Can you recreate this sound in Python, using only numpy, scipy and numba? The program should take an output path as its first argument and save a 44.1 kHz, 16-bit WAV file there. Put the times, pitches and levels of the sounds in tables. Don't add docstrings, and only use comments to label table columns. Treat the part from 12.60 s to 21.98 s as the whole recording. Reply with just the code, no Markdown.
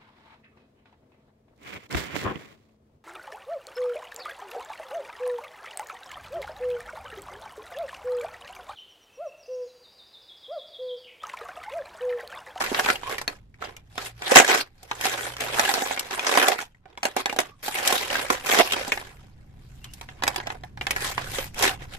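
import sys
import numpy as np
from scipy import signal
from scipy.fft import rfft, irfft
from scipy.io import wavfile
from scipy.ndimage import uniform_filter1d
from numba import njit

SR = 44100
rng = np.random.default_rng(int(sys.argv[2]) if len(sys.argv) > 2 else 0)


def master(y):
    cut = np.clip(np.atleast_2d(y).T, -1, 1)
    pcm = np.round(cut * 32767)
    wavfile.write(sys.argv[1], SR, pcm.astype(np.int16))


N = 413658

# (time [s], level of the modes above 500 Hz [dB], hollow pitch [Hz],
# low-mode setting [dB], treble setting [dB]); the last two are relative and enter contacts() with offsets
SINGLE_KNOCKS = [(0.011, -18, 1250, -2, -27.5), (0.039, -20.5, 1210, -16, -16), (0.116, -26, 795, 21, -17),
                 (0.146, -14, 794, -38, -31), (0.195, -11, 1360, -16, -13), (0.261, -13.5, 1030, -16, -28),
                 (0.287, -11.5, 1500, -23, -24), (0.301, -10, 1440, -6, -20),
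                 (0.356, -20, 2800, -21.5, -27), (0.433, -27.5, 1030, -11, -25),
                 (0.582, -20, 2150, -13, -9), (0.615, -24.5, 1040, -8, -4.5),
                 (0.678, -14.5, 4330, -5, -13.5), (0.942, -44, 2100, -14, -29),
                 (1.023, -23.5, 1230, -25, -36), (1.047, -32, 5000, -15, -20),
                 (1.166, -32.5, 2400, -18, -7.5), (1.379, -17.5, 1420, -6, -17),
                 (1.621, -23.5, 780, -16.5, -18), (1.718, -10, 514, 0.5, -13.5), (1.758, 4, 774, -9, -9),
                 (1.769, 8, 1900, -17, -16), (1.8, -6, 770, -8.5, -11), (1.878, -15.5, 790, -10, -11.5),
                 (1.947, -9, 1254, -23, -8.5), (2.23, -40, 770, -7, 2.5), (2.313, -15.5, 950, -24, -26),
                 (2.411, -20, 2870, -21, -5.5), (2.454, -14.5, 790, -13, -4), (2.738, -31, 3100, -20, -10),
                 (2.767, -25.5, 1184, -33, -9), (2.806, -19.5, 830, -31.5, -5.5),
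                 (2.942, -21.5, 2700, -1, -20), (2.995, -6.5, 800, -14.5, -11), (3.139, -11, 4830, -3, -9),
                 (3.18, -22, 553, -10.5, -24), (3.221, -17.5, 816, 2, -8), (3.31, -19, 765, -11.5, -37.5),
                 (3.375, -19.5, 2520, -7.5, -23), (3.394, -20, 2630, -23.5, 3.5),
                 (3.509, -21.5, 800, -23, -15.5), (3.594, -15, 2780, -19.5, -16),
                 (3.774, -5.5, 885, -5, -12), (3.883, -8.5, 706, -18, -3.5), (3.919, -15, 746, -9, -26),
                 (3.989, -22, 1390, -6.5, -12.5), (4.147, -48, 2005, -21, -35),
                 (4.256, -42.5, 711, -3.5, -39.5), (4.375, -28.5, 930, -14, -21.5),
                 (4.431, -16, 760, -17, -13.5), (4.453, -11.5, 686, -10.5, -11.5),
                 (4.565, -14.5, 860, 1.5, -7), (4.658, -12.5, 759, -15.5, -15),
                 (4.696, -18.5, 2400, -4, -18), (4.727, -23, 777, -0.5, -8), (4.763, -24.5, 704.6, 1, -6),
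                 (4.788, -9, 687, -8, -8), (4.802, -20.5, 712, -13, -0.5), (5.081, -20.5, 766, -5, -4),
                 (5.156, -18, 2460, -24, -21), (5.275, -14, 3300, -10.5, 5.5), (5.326, -15, 3180, 7, -3),
                 (5.502, -17.5, 2840, -12, -23), (5.554, -11.5, 1400, -42, -28),
                 (5.702, -9, 1150, 0.5, -10.5), (5.998, -7.5, 686, -0.5, -25),
                 (6.109, -18.5, 3000, -9, -17), (6.122, -12, 3000, -15, -9), (6.134, -12.5, 3050, -6, -13),
                 (6.279, -26, 770, 9, -1), (6.32, -10.5, 2280, -8, -15.5), (6.375, -21, 830, -28, -31),
                 (6.413, -31.5, 880, -9, -31.5), (7.243, -30.5, 3240, -37.5, -4),
                 (7.336, -47, 3000, -23.5, 14), (7.412, -28.5, 1015, -15, -9), (7.488, -31, 786, -28, -31),
                 (7.623, -22, 830, -16.5, -25.5), (7.636, -13.5, 840, -21, -12.5),
                 (7.668, -20, 860, -21, -22), (7.678, -9.5, 855, -19.5, -8.5),
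                 (7.76, -17.5, 857, -21, -6.5), (7.801, -23.5, 860, -18.5, -33),
                 (7.87, -21.5, 744, -10.5, -17), (7.902, -20.5, 890, -18, -34),
                 (8.036, -30.5, 808, -11, -27), (8.174, -32.5, 845, -16, -25), (8.211, -18, 2670, -5, -35),
                 (8.268, -14.5, 715, -26, -18.5), (8.308, -13, 2150, -14, -4),
                 (8.363, -17.5, 1900, -8, -12), (8.579, -14.5, 1090, -25, -32.5),
                 (8.785, -19, 564, -9.5, -21), (8.944, -34, 2550, -18, -4), (8.991, -25, 885, -20, 2),
                 (9.025, -22, 756, -29, 8), ]
# (frequency [Hz], relative density [dB per Hz])
SHELL_SPECTRUM = [(170, -37.5), (290, -3.5), (450, -2.5), (790, -4), (1200, -5.5), (2000, -3), (5000, -9.5),
                  (14000, -18)]


def undb(db):
    return 10 ** (np.asarray(db) / 20)


def shape(table, hz):
    f, v = np.transpose(table)
    return np.interp(np.log(hz), np.log(f), v)


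def band(x, lo_hz, hi_hz):
    return signal.sosfilt(signal.butter(2, [lo_hz, hi_hz], "band", fs=SR, output="sos"), x)


def coloured(table, alike_hz):
    hz = np.maximum(np.fft.rfftfreq(N, 1 / SR), 1)
    mid, side = rfft(rng.standard_normal((2, N))) * undb(shape(table, hz))
    side *= np.clip(hz / alike_hz, .05, 1)
    x = irfft(np.array([mid + side, mid - side]), N)
    return x / x.std()


def traffic():
    # (time [s], level [dB])
    background_level = [(0, -49.5), (2.102, -57.5), (3.198, -56), (4.2, -60.5), (5.5, -51.5), (8.2, -45),
                        (8.7, -41.5), (9.38, -42)]
    # (frequency [Hz], relative density [dB per Hz])
    background_colour = [(20, -4.5), (97, -5), (131, -6.5), (210, -16), (278, -20), (539, -35.5),
                         (13400, -62)]
    t, db = np.transpose(background_level)
    return coloured(background_colour, 600) * undb(np.interp(np.arange(N) / SR, t, db))


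def hand(s):
    # (time of maximum [s], level [dB], swell over 20 dB [s], fade over 20 dB [s],
    # brightness [dB per octave])
    hand_pushes = [(0, -24, .1, 0.1, -0.5), (.31, -23.5, 0.38, 0.066, -0.5),
                   (0.528, -28.5, 0.13, 0.054, -0.5), (1.032, -37.5, 0.04, 0.13, -3.5),
                   (1.46, -33, 0.13, 0.052, 0.5), (1.78, -13.5, 0.13, 0.1, -0.5),
                   (1.911, -14, 0.059, 0.091, -2), (2.013, -23, 0.25, 0.022, 0.5),
                   (2.447, -23, 0.057, 0.18, 0.3), (2.653, -28.5, 0.35, 0.11, -0.5),
                   (2.82, -28.5, 0.046, 0.61, -1), (3.001, -19.5, 0.1, 0.43, -0.4),
                   (3.24, -31, 0.12, 0.17, 1.2), (3.513, -28, 0.0094, 0.083, -0.5),
                   (3.785, -17, 0.24, 0.13, -1), (3.899, -20.5, 0.21, 0.078, -2.5),
                   (4.016, -30, 0.08, 0.045, 0.5), (4.309, -54, 0.078, 0.12, -6.5),
                   (4.59, -23.5, 0.028, 0.041, -1.5), (5.03, -32, 0.0053, 0.95, 2.5),
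                   (5.3, -21.5, 0.19, 0.27, 0.1), (5.57, -25.5, 0.21, 0.18, -1),
                   (5.71, -25, 0.019, 0.11, -0.4), (5.916, -18, 0.077, 0.21, 2.5),
                   (6.016, -12.5, 0.16, 0.018, -2), (6.125, -27.5, 0.042, 0.39, -1),
                   (6.95, -64, 0.81, 0.81, -4), (7.4, -56.5, 0.75, 0.565, 3.5),
                   (7.9, -43.5, 0.49, 0.15, -4.5), (8.45, -26.5, 0.12, 0.12, 1.5),
                   (8.58, -36, 0.032, 0.29, -1), (8.796, -32, 0.25, 0.1, 2.5),
                   (9.043, -14.5, 0.068, 0.088, -0.5), (9.233, -36.5, 0.052, 0.038, -1.5),
                   (9.341, -36, 0.055, 0.043, 0.5)]
    settle_db, settle_db_per_s, settle_tilt_db = -17, 253, -1.5
    rest_db = -78
    t = np.arange(0, N / SR + .01, .002)
    at, db, swell, fade, tilt = np.transpose(hand_pushes)[..., None]
    away = np.where(t < at, (at - t) / swell, (t - at) / fade)
    push = undb(db - 10 * away * (1 + away)) ** 2
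    hit, peak_db = np.transpose(SINGLE_KNOCKS)[:2, :, None]
    fallen_db = settle_db_per_s * np.abs(t - hit)
    settle = np.sum((t > hit) * undb(peak_db + settle_db - fallen_db) ** 2, axis=0)
    power = push.sum(axis=0) + settle + undb(rest_db) ** 2
    tilt_db = (np.sum(push * tilt, axis=0) + settle * settle_tilt_db) / power
    return np.interp(s, t, 10 * np.log10(power)), np.interp(s, t, tilt_db)


def wander(rate_hz):
    hold = int(SR / rate_hz)
    steps = np.repeat(rng.standard_normal(N // hold + 1), hold)
    return uniform_filter1d(steps, size=hold)[:N]


def scraping():
    level_db, tilt_db = hand(np.arange(N) / SR)
    catch = (rng.random(N) < 260 / SR) * rng.exponential(size=N) ** 2
    burst = signal.lfilter([1], [1, -undb(-120 / (0.041 * SR))], catch)
    slip_db = 10 * np.log10(0.9 + burst / burst.mean())
    noise = coloured(SHELL_SPECTRUM, 1300)
    out = np.zeros((2, N))
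    for k, hz in enumerate(250 * 2 ** (np.arange(18) / 3)):
        db = level_db - 11.5 + tilt_db * np.log2(hz / 1500) + slip_db + 5.36 * wander(35)
        out += (-1) ** k * band(noise, hz, 2 ** (1 / 3) * hz) * undb(db)
    return out


@njit
def ring(start, hz, t60, left, right, n, sr):
    out = np.zeros((2, n))
    for k in range(len(start)):
        step = np.exp(2j * np.pi * hz[k] / sr - np.log(1000) / (t60[k] * sr))
        phasor = 1 + 0j
        for i in range(start[k], min(n, start[k] + int(.8 * t60[k] * sr))):
            out[0, i] += (phasor * left[k]).imag
            out[1, i] += (phasor * right[k]).imag
            phasor *= step
    return out


def contacts(s, peak_db, hollow_hz, low_db, high_db, ring_s, count):
    u = rng.random((len(s), count, 5))
    hz = 200 * (8000 / 200) ** ((np.arange(count) + u[..., 0]) / count)
    t60 = ring_s * (hz / 1000) ** -.5 * (.5 + u[..., 1])
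    start = ((s[:, None] + .0015 * u[..., 2] ** 3) * SR).astype(np.int64)

    thud = np.clip(np.log2(1600 / hz) / 1.72, 0, 2) * (low_db[:, None] + 3.0)
    soft = np.clip(np.log2(hz / 2000), 0, 2) * 0.36 * np.minimum(high_db[:, None] + 8.5, 0)
    hollow = 13.8 * np.exp(-(np.log2(hz / hollow_hz[:, None]) / 0.3) ** 2)
    scatter = 11.0 * (u[..., 3] - .5)
    mode_db = shape(SHELL_SPECTRUM, hz) + thud + hollow + soft + scatter
    size = undb(mode_db) * np.sqrt(hz / t60)
    above_500 = np.sqrt(np.sum(size ** 2 * (hz > 500), axis=1))
    size *= (undb(peak_db) / above_500)[:, None]

    turn = np.exp(1j * np.pi * np.clip(hz / 1600, 0, 1) * (u[..., 4] - .5))
    side = undb(1.9 * (u[:, 0, 0] - .5))
    left = size * side[:, None] * turn
    right = size / side[:, None] / turn
    out = ring(start.ravel(), hz.ravel(), t60.ravel(), left.ravel(), right.ravel(), N, float(SR))

    noise = coloured(SHELL_SPECTRUM, 900)
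    middle = (1157, 3700, peak_db + 0.25 * high_db - 8.5, 0.018)
    treble = (4740, 22000, peak_db + high_db - 1.3, 0.036)
    for lo_hz, hi_hz, db, t60_s in (middle, treble):
        power = np.zeros((2, N))
        np.add.at(power, (slice(None), (s * SR).astype(int)), (undb(db) * [side, 1 / side]) ** 2)
        envelope = np.sqrt(signal.lfilter([1], [1, -undb(-120 / (t60_s * SR))], power))
        crack = band(noise, lo_hz, hi_hz)
        out += crack / crack.std() * envelope
    return out


def clatter(per_s=170):
    u = rng.random((int(per_s * N / SR), 5)).T
    s = u[0] * (N - 1) / SR
    level_db, tilt_db = hand(s)
    peak_db = level_db + 0.14 - 2.37 * np.log(1 - .97 * u[1])
    hollow_hz = 400 * 9.2 ** u[4]
    low_db = -11.5 - tilt_db + 10 * (u[2] - .5)
    high_db = -13 + 2 * tilt_db + 13.0 * (u[3] - .5)
    return contacts(s, peak_db, hollow_hz, low_db, high_db, ring_s=.025, count=19)


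def knocks():
    return contacts(*np.transpose(SINGLE_KNOCKS), ring_s=0.052, count=36)


def bowl(x, level_db=-8):
    # (frequency [Hz], bandwidth [Hz], gain before level_db is added [dB])
    wall_modes = [(267.7, 27, -1), (354.8, 10, 4.5), (447, 17, 4.5), (540, 26, 0.5), (806, 240, 7),
                  (1406, 40, -3), (1877, 40, -4.5), (2350, 34, -4)]
    out = np.zeros_like(x)
    for hz, width_hz, db in wall_modes:
        out += undb(db + level_db) * signal.lfilter(*signal.iirpeak(hz, hz / width_hz, SR), x)
    return out


def room(x):
    t60_s, level_db = 0.16, -12
    t = np.arange(SR // 2) / SR
    mid, side = rng.standard_normal((2, len(t)))
    side = band(side, 800, 16000)
    noise = np.array([mid + side, mid - side])
    dull = signal.lfilter([.25], [1, -.75], noise)
    tail = dull * undb(-60 * t / t60_s) + 1.5 * noise * undb(-60 * t / (0.25 * t60_s))
    tail *= undb(level_db) / np.sqrt(np.sum(tail ** 2, axis=1, keepdims=True))
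    return signal.fftconvolve(x, tail, axes=1)[:, :N]


def narrow_tones():
    # (start [s], length [s], first frequency [Hz], last frequency [Hz], level before roughness [dB])
    rough_tones = [(0.442, 0.11, 980, 1190, -36.5), (0.499, 0.051, 445, 440, -36.5),
                   (4.797, .2, 1165, 1140, -59), (7.198, 0.16, 2760, 2880, -56)]
    time, out = np.arange(N) / SR, 0
    for s, length, from_hz, to_hz, db in rough_tones:
        along = np.clip((time - s) / length, 0, 1)
        rough = uniform_filter1d(rng.standard_normal(N), size=250)
        waver = uniform_filter1d(rng.standard_normal(N), size=900)
        hz = (from_hz + (to_hz - from_hz) * along) * (1 + 0.018 * waver / waver.std())
        tone = np.sin(2 * np.pi * np.cumsum(hz) / SR)
        tone *= 1 + rough / rough.std()
        out = out + tone * undb(db) * np.sin(np.pi * along)
    return out


def engine():
    # (time [s], centre frequency of the upper partial [Hz], its rms level [dB])
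    drone_spells = [
        [(0.638, 109.4, -68.5), (1.65, 114.6, -50)],
        [(2.3, 110.4, -55.5), (3.034, 129.3, -48.5),],
        [(6.4, 137, -72.5), (6.71, 128.2, -56.5), (8.6, 122.2, -50.5)],
    ]
    time, out = np.arange(N) / SR, np.zeros(N)
    waver = 1 + 0.032 * uniform_filter1d(rng.standard_normal(N), size=4000) * np.sqrt(4000)
    for spell in drone_spells:
        t, hz, db = np.transpose(spell)
        fade = np.clip(np.minimum(time - t[0], t[-1] - time) / 0.17 + .5, 0, 1)
        turns = np.cumsum(np.interp(time, t, hz) * waver) / SR
        tone = np.sin(2 * np.pi * turns) + 0.58 * np.sin(np.pi * turns)
        out += np.sqrt(2) * tone * undb(np.interp(time, t, db)) * fade
    return out


def scene():
    shells = knocks() + clatter() + scraping() + narrow_tones()
    shells = signal.sosfilt(signal.butter(4, 235, "high", fs=SR, output="sos"), shells)
    shells = shells + bowl(shells)
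    return shells + room(shells) + traffic() + engine()


def record(dry):
    # (frequency [Hz], left minus right level [dB], left phase lead [rad])
    port_contrast = [(170, -.6, -.2), (520, -8.5, -1.2), (1300, -1.5, -.3), (12000, 2.5, 0)]
    top_hz = 14400
    hz, db, lead = np.transpose(port_contrast)
    at = np.log(np.maximum(np.fft.rfftfreq(N, 1 / SR), 1))
    gain = undb(np.interp(at, np.log(hz), db) / 2)
    lean = gain * np.exp(.5j * np.interp(at, np.log(hz), lead))
    ports = irfft(rfft(dry) * [lean, 1 / lean], N)
    clipped = np.clip(ports, -1, 1)
    return signal.sosfilt(signal.ellip(8, .2, 60, top_hz, fs=SR, output="sos"), clipped)


dry = scene()
out = record(dry)
master(out)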